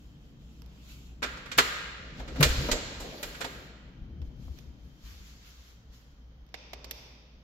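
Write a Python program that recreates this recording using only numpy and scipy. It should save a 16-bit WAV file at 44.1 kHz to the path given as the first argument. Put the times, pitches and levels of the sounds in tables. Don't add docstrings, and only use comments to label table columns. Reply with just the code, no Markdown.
import sys
import numpy as np
from scipy import signal
from scipy.fft import rfft, irfft, next_fast_len
from scipy.io import wavfile
from scipy.ndimage import uniform_filter1d

SR = 44100
rng = np.random.default_rng(int(sys.argv[2]) if len(sys.argv) > 2 else 0)


def persist_wave(psi):
    counts = np.round(np.clip(psi, -1, 1) * 32767).astype(np.int16)
    wavfile.write(sys.argv[1], SR, np.atleast_2d(counts).T)


N = 328015

# (time [s], level [dB], centre [Hz], relative treble [dB],
# relative body [dB], decay t60 [s], left-right offset [dB])
LOCK_CONTACTS = [(1.2212, -28.5, 2040, -30.5, -7, 0.14, 3), (1.2275, -17, 1840, -26.5, -20, 0.14, -6),
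                 (1.2357, -19.5, 1920, -22, -12.5, 0.092, -2), (1.3694, -36, 1952, -25.5, -9, 0.15, -6),
                 (1.4587, -32.5, 1848, -21.5, -12, 0.069, -6.5), (1.516, -22, 2500, -35, -20, .09, -5),
                 (1.5779, -14, 4100, -10, -21.5, .11, -1.5), (1.5836, 0, 2050, -21.5, -17, 0.095, -1),
                 (2.1986, -32, 2000, -31.5, -3, .06, -2), (2.2776, -34, 2036, -33, -13.5, 0.15, -3.5),
                 (2.3585, -32.5, 2010, -23.5, -6.5, 0.13, -3.5),
                 (2.4069, -16.5, 1930, -8, -2.5, 0.097, 3.5), (2.4276, -3, 2940, -14, -19.5, 0.1, -3),
                 (2.4455, -17.5, 3900, -23, -17.5, 0.074, -6), (2.6879, -24, 1500, -20, 3.5, .06, -2.5),
                 (2.7143, -10.5, 3600, -28, -18, 0.085, -4.5), (2.7286, -19, 4300, -29, -1.5, 0.032, -9.5),
                 (3.0014, -34, 4450, -22, -6, .2, -3.5), (3.2288, -20.5, 2900, -11.5, -15, 0.083, -3.5),
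                 (3.3478, -32, 2120, -23, -15, .068, -5), (3.4062, -29.5, 4540, -33, -5.5, .12, 3.5),
                 (3.4116, -23.5, 2030, -24, -16, 0.11, -11), (3.4439, -23.5, 2570, -19, -5.5, 0.089, -4.5)]
# (frequency [Hz], relative level [dB per Hz])
METAL_BURST = [(590, -47), (1000, -10), (1390, -4), (1600, -8), (2050, -10.5), (2350, -13.5), (3510, -10),
               (6090, -13.5), (7260, -6), (9960, -25), (11300, -11.5), (15400, -18), (16500, -26)]
# (frequency [Hz], relative level [dB], decay t60 [s])
STEEL_MODES = [(1220, -6.5, 0.09), (1398, -9, 0.082), (1612, 2, 0.12), (1810, -4, 0.18), (1952, -2, .12),
               (2160, -4, .12), (2287, -2.5, .12), (2420, -2, 0.21), (2564, -9, .1), (2870, -6, .1),
               (4222, -6, 0.07), (7500, -14.5, .04)]


def lock():
    return contacts(LOCK_CONTACTS, METAL_BURST, STEEL_MODES, ring_db=-18.0, build=0.0017, boom_db=3.5,
                    slack=.002, width=1.25, rise=.0025, wet_db=-31, panel_db=-10)


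# (time [s], level [dB], centre [Hz], relative treble [dB],
# relative body [dB], decay t60 [s], left-right offset [dB])
TICK_CONTACTS = [(0.6195, -42.5, 3330, -7, -4, 0.008, -19), (0.6612, -51.5, 3140, -3, -10, 0.015, -14),
                 (4.2173, -49, 2920, -20.5, -4, 0.053, -7), (4.4794, -60, 700, -30, 12, .04, -3),
                 (4.5875, -44.5, 2800, -9, -10, .02, -20), (6.465, -56, 4000, -10, -20, .018, -7),
                 (6.4898, -54, 3080, -40, -10, 0.019, -10), (6.542, -24, 2280, -53, -16.5, 0.038, -6),
                 (6.7328, -28, 3760, -54, -6, 0.042, -5), (6.8437, -30, 4270, -36, -11.5, .039, -5),
                 (6.9105, -22.5, 4700, -8.5, -17.5, 0.033, -5.5)]
# (frequency [Hz], relative level [dB per Hz])
PLASTIC_BURST = [(590, -26.5), (1000, -6.5), (1180, -18.5), (2120, -3.5), (2380, -5.5), (3900, -10),
                 (5110, -7.5), (10300, -29), (12000, -10.5), (13800, -13), (16500, -45)]
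# (frequency [Hz], relative level [dB], decay t60 [s])
PLATE_MODES = [(743, 8, .05), (2500, -3.5, 0.0094), (3590, 1, .02), (4880, -5.5, 0.0091), (5700, 1, 0.013)]


def ticks():
    return contacts(TICK_CONTACTS, PLASTIC_BURST, PLATE_MODES, ring_db=-14.5, build=0.025, boom_db=17.0,
                    slack=0.019, width=1.6, rise=0.00084, wet_db=-36, panel_db=-20)


# (frequency [Hz], relative level [dB], decay t60 [s])
PANEL_MODES = [(255.8, -1.5, .2), (329, -10.5, 0.036), (398, -6, 0.31), (461, -4, 0.29), (518, -3, .22),
               (597, -7, 0.13), (761, -21.5, 0.1), (932, -11, .1)]
# (frequency [Hz], left-right difference [dB])
HEAD_SHADE = [(100, -2.5), (640, 5.5), (1410, 2.5), (3100, -3), (6000, -5), (9000, 6), (15000, 7.5)]
EAR_LAG = 17
ROOM_SHRINKS = 0.25


def contacts(rows, spectrum, tuning, ring_db, build, boom_db, slack, width, rise, wet_db, panel_db):
    out = np.zeros((2, N))
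    t = np.arange(SR // 4) / SR
    woody = lambda hz: np.exp(-np.log(hz / 600 + 1e-9) ** 2 / 0.78)
    high = lambda hz: amp(along(spectrum, hz)) * (hz > 8500)
    for s, db, centre_hz, treble_db, body_db, t60, pan_db in rows:
        modes = np.array(tuning) * [1 + slack * rng.standard_normal(), 1, 1]
        hump = lambda hz: amp(-6 * (np.log2(hz / centre_hz + 1e-9) / width) ** 2)
        tone = lambda hz: amp(along(spectrum, hz)) * hump(hz)

        shape = (1 - np.exp(-t / max(rise, 1e-4))) * amp(-60 * t / max(t60, .005))
        shape = shape + 0.55 * amp(-60 * t / 0.0056)
        noise = rng.standard_normal((3, len(t)))
        burst = unit(filtered(noise, tone)) * shape
        treble = unit(filtered(noise, high)) * shape * amp(-60 * t / 0.072)
        burst += amp(treble_db + 5) * treble

        body = unit(filtered(noise[0], woody))
        knock = amp(body_db - 2.0) * (0.8 * body * shape + amp(panel_db) * ringing(PANEL_MODES, t))
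        ring = filtered(ringing(modes, t) * np.sqrt(shape), hump)
        core = 0.072 * burst[0] + amp(ring_db) * ring

        scatter = 0.33 * burst[1:]
        ears = two_ears(core, EAR_LAG) + scatter + two_ears(knock, EAR_LAG // 2)
        ears = filtered(ears, lambda hz: balance(along(HEAD_SHADE, hz) + pan_db))
        add(out, amp(db) * ears, s)

        bright = lambda hz: tone(hz) * (1 + 3 * peaks(modes, hz)) + amp(treble_db + 13.5) * high(hz)
        wood = lambda hz: amp(body_db + boom_db) * woody(hz) * (1 + 3 * peaks(PANEL_MODES, hz))
        tail = walls(lambda hz: bright(hz) + wood(hz), build)
        tail = filtered(tail, lambda hz: balance(0.13 * (along(HEAD_SHADE, hz) + pan_db)))
        add(out, amp(wet_db + db * (1 - ROOM_SHRINKS)) * tail, s)
    return out


def ringing(modes, t):
    out = 0
    for hz, db, t60 in modes:
        strength, phase = rng.standard_normal(2)
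        out = out + amp(db + 2 * strength - 60 * t / t60) * np.sin(2 * np.pi * hz * t + 2 * phase)
    return out


def peaks(modes, hz):
    return sum(amp(db) / np.abs(1 + 1j * (hz - c) * t60) for c, db, t60 in modes)


def two_ears(sound, lag):
    return np.array([sound, np.pad(sound, (lag, 0))[:len(sound)]])


# (frequency [Hz], decay t60 [s])
WALL_DECAY = [(200, 1.7), (1000, 1.49), (3000, 1.58), (7000, 0.97), (11000, 0.59)]
# (frequency [Hz], relative level [dB])
WALL_COLOUR = [(200, -5.5), (800, -4), (1500, -3.5), (7000, 3), (9000, -5), (16000, -6.5)]


def walls(tone, build):
    hz, t, z = signal.stft(rng.standard_normal((2, 3 * SR // 2)), SR, nperseg=256)
    z[1] = np.where(hz[:, None] < 600, 0.78 * z[0] + 0.19 * z[1], z[1])
    swell = 1 - np.exp(-t / build)
    fall = amp(along(WALL_COLOUR, hz)[:, None] - 60 * t / along(WALL_DECAY, hz)[:, None])
    tail = filtered(signal.istft(z * swell * fall, SR, nperseg=256)[1], tone)
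    return tail / np.std(tail[:, :SR // 10])


# (time [s], level [dB], pitch [Hz])
BLOWS = [(1.572, -32, 149), (1.999, -40, 73.4), (2.19, -31, 62), (2.385, -26, 270), (2.402, -10.5, 145.3),
         (2.457, -14, 63.3), (2.499, -20.5, 29), (2.583, -23, 42), (2.592, -26, 140), (2.679, -31, 211),
         (2.719, -24, 26.2), (3, -36, 44.6), (3.25, -36, 36.6), (3.289, -36, 45.4), (4.022, -30, 45),
         (4.128, -35.5, 73.2), (4.196, -29, 72.7), (4.222, -30, 70), (4.359, -35, 46.4), (4.395, -38, 130),
         (4.468, -28.5, 65.4), (4.5, -29, 72), (4.676, -39.5, 66), (5.039, -35, 50), (5.126, -37, 75),
         (5.208, -37, 58.7), (5.341, -47, 51.1), (5.897, -40.5, 45.3)]
# (time [s], left-right difference [dB])
LOW_LEAN = [(0, 1), (2.9, .5), (3.9, 2.5), (4.5, 5), (5.2, 1.5), (5.5, 1), (7.44, 0)]
THUD_T60_S, THUD_RISE_S = .18, .006


def thuds():
    out = np.zeros((2, N))
    t = np.arange(SR // 2) / SR
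    for s, db, hz in BLOWS:
        turn = 2 * np.pi * hz * t + [[.15], [-.15]]
        swing = np.sin(turn) * (1 - np.exp(-t / THUD_RISE_S)) * amp(-60 * t / THUD_T60_S)
        lean = balance(np.interp(s, *np.transpose(LOW_LEAN)))
        add(out, amp(db) * lean * swing, s - .004)
    return out


# (peak time [s], peak level [dB], 20 dB rise [s], 20 dB fall [s])
HAND_STROKES = [(0.0, -67.5, .02, .5), (.25, -74.5, -0.1, .25), (.42, -73, .04, .8), (.6, -74, 0.25, .03),
                (.92, -54.5, .22, .22), (1.07, -69, -0.1, .2)]
# (peak time [s], peak level [dB], 20 dB rise [s], 20 dB fall [s])
WALK_STROKES = [(4.251, -70.5, 0.022, 0.14), (4.437, -64, .11, 0.43), (4.58, -64, 0.084, 0.14),
                (4.85, -72, 0.13, 0.91), (5.066, -55, 0.08, 0.4), (5.284, -61, 0.17, 0.27),
                (5.472, -58.5, 0.1, 0.33), (5.686, -62, 0.18, 0.17), (5.937, -62, 0.042, 0.32)]
# (time [s], hiss level [dB], fizz level [dB], drag level [dB])
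SEAL_LEVELS = [(1.97, -70, -95, -62), (2.05, -60, -92, -53), (2.13, -62, -90, -66), (2.2, -52, -70, -46),
               (2.25, -62, -84, -51), (2.37, -52.5, -74, -49), (2.43, -37, -50, -33), (2.5, -39, -66, -43),
               (2.62, -41, -57, -44), (2.7, -42, -57, -44), (2.75, -41, -70, -38), (2.81, -49, -75, -46),
               (2.99, -52, -72, -56), (3.02, -50, -62, -44), (3.12, -49, -68, -47), (3.24, -52, -58, -51),
               (3.32, -53, -68, -54), (3.44, -56.5, -62, -51), (3.66, -61.5, -72, -59),
               (3.75, -71, -97, -60), (3.9, -76.5, -104, -66)]
# (frequency [Hz], relative level [dB per Hz])
SKIN_COLOUR = [(530, -48), (900, -17), (1450, -11.5), (1660, -20), (2650, -4.5), (2900, -6), (6480, -12),
               (7100, -9), (10000, -40.5), (13000, -56.5), (22000, -120)]
CLOTH_COLOUR = [(410, -46), (700, -3), (740, -13), (1150, -1.5), (1630, -1.5), (2660, -0.5), (4250, 0.5),
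                (7000, -2.5), (8650, -23), (10000, -29), (13000, -43), (22000, -120)]
HISS_COLOUR = [(530, -27), (900, -4), (1370, -6.5), (3320, -3.5), (4250, -2.5), (7400, -11.5), (8730, -39),
               (10500, -55.5), (13600, -64.5), (22000, -120)]
FIZZ_COLOUR = [(5590, -39.5), (9500, -12), (11600, 3), (15100, -5), (15750, -8), (16000, -35), (16500, -46)]
DRAG_COLOUR = [(120, -59.5), (200, -5), (291, -2.5), (402, -5), (554, -2), (1020, -19.5), (1200, -25),
               (1560, -43), (2640, -120)]
SHEEN_DB, SHEEN_QUICKER = -10, 1.3


def friction():
    hiss, fizz, drag = curves(SEAL_LEVELS)
    hand = strokes(HAND_STROKES) * rush(SKIN_COLOUR, patchy_db=2.0)
    cloth = strokes(WALK_STROKES) * rush(CLOTH_COLOUR, patchy_db=1.3)
    seal = hiss * rush(HISS_COLOUR, patchy_db=1.8) + drag * rush(DRAG_COLOUR, patchy_db=3.0)
    sheen = amp(SHEEN_DB) * strokes(HAND_STROKES + WALK_STROKES, SHEEN_QUICKER)
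    return hand + cloth + seal + (sheen + fizz) * rush(FIZZ_COLOUR, patchy_db=2.1)


def strokes(rows, quicker=1):
    t = np.arange(N) / SR
    out = 0
    for s, db, rise, fall in rows:
        away = np.maximum((s - t) / abs(rise), (t - s) / abs(fall))
        out = out + amp(db - 20 * quicker * away)
    return out


# (time [s], level [dB])
RUMBLE_LEVEL = [(0, -53.5), (.74, -55.5), (1.62, -50), (1.99, -54), (2.24, -44), (2.6, -30.5), (2.78, -42),
                (3.09, -49), (3.19, -57.5), (3.56, -49.5), (3.75, -56.5), (4.2, -43.5), (4.62, -50.5),
                (5.05, -57.5), (5.22, -52.5), (5.59, -59.5), (5.94, -56.5), (7.44, -56)]
# (time [s], level [dB])
HUM_LEVEL = [(0, -56), (.6, -50), (2.3, -48), (3.85, -57), (5.03, -53), (5.47, -52.5), (7.44, -54)]
# (time [s], level [dB])
WHINE_LEVEL = [(0, -77.5), (2, -80.5), (4, -74.5), (7.44, -87.5)]
# (frequency [Hz], relative level [dB per Hz])
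DEEP_COLOUR = [(8.8, -34.5), (15, -10.5), (59, 6.5), (73, 0.5), (97, -19), (110, -1.5), (140, -23),
               (240, -120)]
LOW_COLOUR = [(65, -34.5), (110, 2.5), (145, 4.5), (239, -2), (274, -2), (413, -16), (643, -22), (700, -23),
              (910, -29), (1540, -120)]
AIR_COLOUR = [(210, -31), (350, -8.5), (446, 0), (625, -7), (1330, -8.5), (1470, -8), (2800, -15),
              (3140, -9), (3400, -13.5), (6480, -19.5), (8660, -60.5), (10200, -102), (11400, -26),
              (12500, -33), (15700, -32), (15950, -70)]
AIR_DB = -68
REST_DB = -55
LOW_DB, LOW_FOLLOWS = -55, 0.55
GARAGE_S, GARAGE_DB = 4.88, -6


def house():
    t = np.arange(N) / SR
    deep, = curves(RUMBLE_LEVEL)
    hum_level, = curves(HUM_LEVEL)
    whine_level, = curves(WHINE_LEVEL)
    doorway_db = GARAGE_DB * np.clip((t - GARAGE_S) / 0.4, 0, 1)
    low = amp(LOW_DB + doorway_db) * (deep / amp(REST_DB)) ** LOW_FOLLOWS
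    rumble = deep * rush(DEEP_COLOUR, patchy_db=1.85) + low * rush(LOW_COLOUR, patchy_db=0.6)
    hum = hum_level * np.sin(2 * np.pi * 59.5 * t)
    lean = balance(np.interp(t, *np.transpose(LOW_LEAN)))
    whine = whine_level * rush([(2900, -50), (3130, 0), (3360, -50)], patchy_db=.4)
    air = amp(AIR_DB) * rush(AIR_COLOUR, patchy_db=.6)
    return (rumble + hum) * lean + whine + air


# (frequency [Hz], left-right correlation [-1 to 1])
EAR_LIKENESS = [(60, 0.99), (180, 0.89), (550, 0.76), (1650, -0.26), (4970, -0.045), (15000, 0.38)]


def rush(spectrum, patchy_db):
    z = signal.stft(rng.standard_normal((2, N)), nperseg=512)[2]
    field = uniform_filter1d(rng.standard_normal(z.shape[1:]), size=6, axis=0)
    field = uniform_filter1d(field, size=6, axis=1)
    pair = signal.istft(z * amp(patchy_db * unit(field)), nperseg=512)[1][:, :N]
    angle = lambda hz: np.arccos(np.clip(along(EAR_LIKENESS, hz), -1, 1)) / 2
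    share = lambda hz: amp(along(spectrum, hz)) * [np.cos(angle(hz)), np.sin(angle(hz))]
    mid, side = filtered(pair, share)
    return unit(np.array([mid + side, mid - side]))


def amp(db):
    return 10 ** (np.asarray(db) / 20)


def balance(db):
    return amp(np.array([[.5], [-.5]]) * db)


def unit(x):
    return x / np.sqrt(np.mean(x ** 2) + 1e-20)


def along(points, hz):
    f, v = np.transpose(points)
    return np.interp(np.log(hz + 1), np.log(f + 1), v)


def curves(rows):
    s, *cols = np.transpose(rows)
    t = np.arange(N) / SR
    return [amp(np.interp(t, s, c, left=-140, right=-140)) for c in cols]


def filtered(x, response):
    n = x.shape[-1]
    m = next_fast_len(n + 4096)
    return irfft(rfft(x, m) * response(np.fft.rfftfreq(m, 1 / SR)), m)[..., :n]


def add(out, sound, s):
    seat = out[:, round(s * SR):][:, :sound.shape[1]]
    seat += sound[:, :seat.shape[1]]


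def scene():
    return lock() + ticks() + thuds() + friction() + house()


TOP_HZ = 16600


def record(dry):
    return filtered(dry, lambda hz: hz < TOP_HZ)


dry = scene()
out = record(dry)
persist_wave(out)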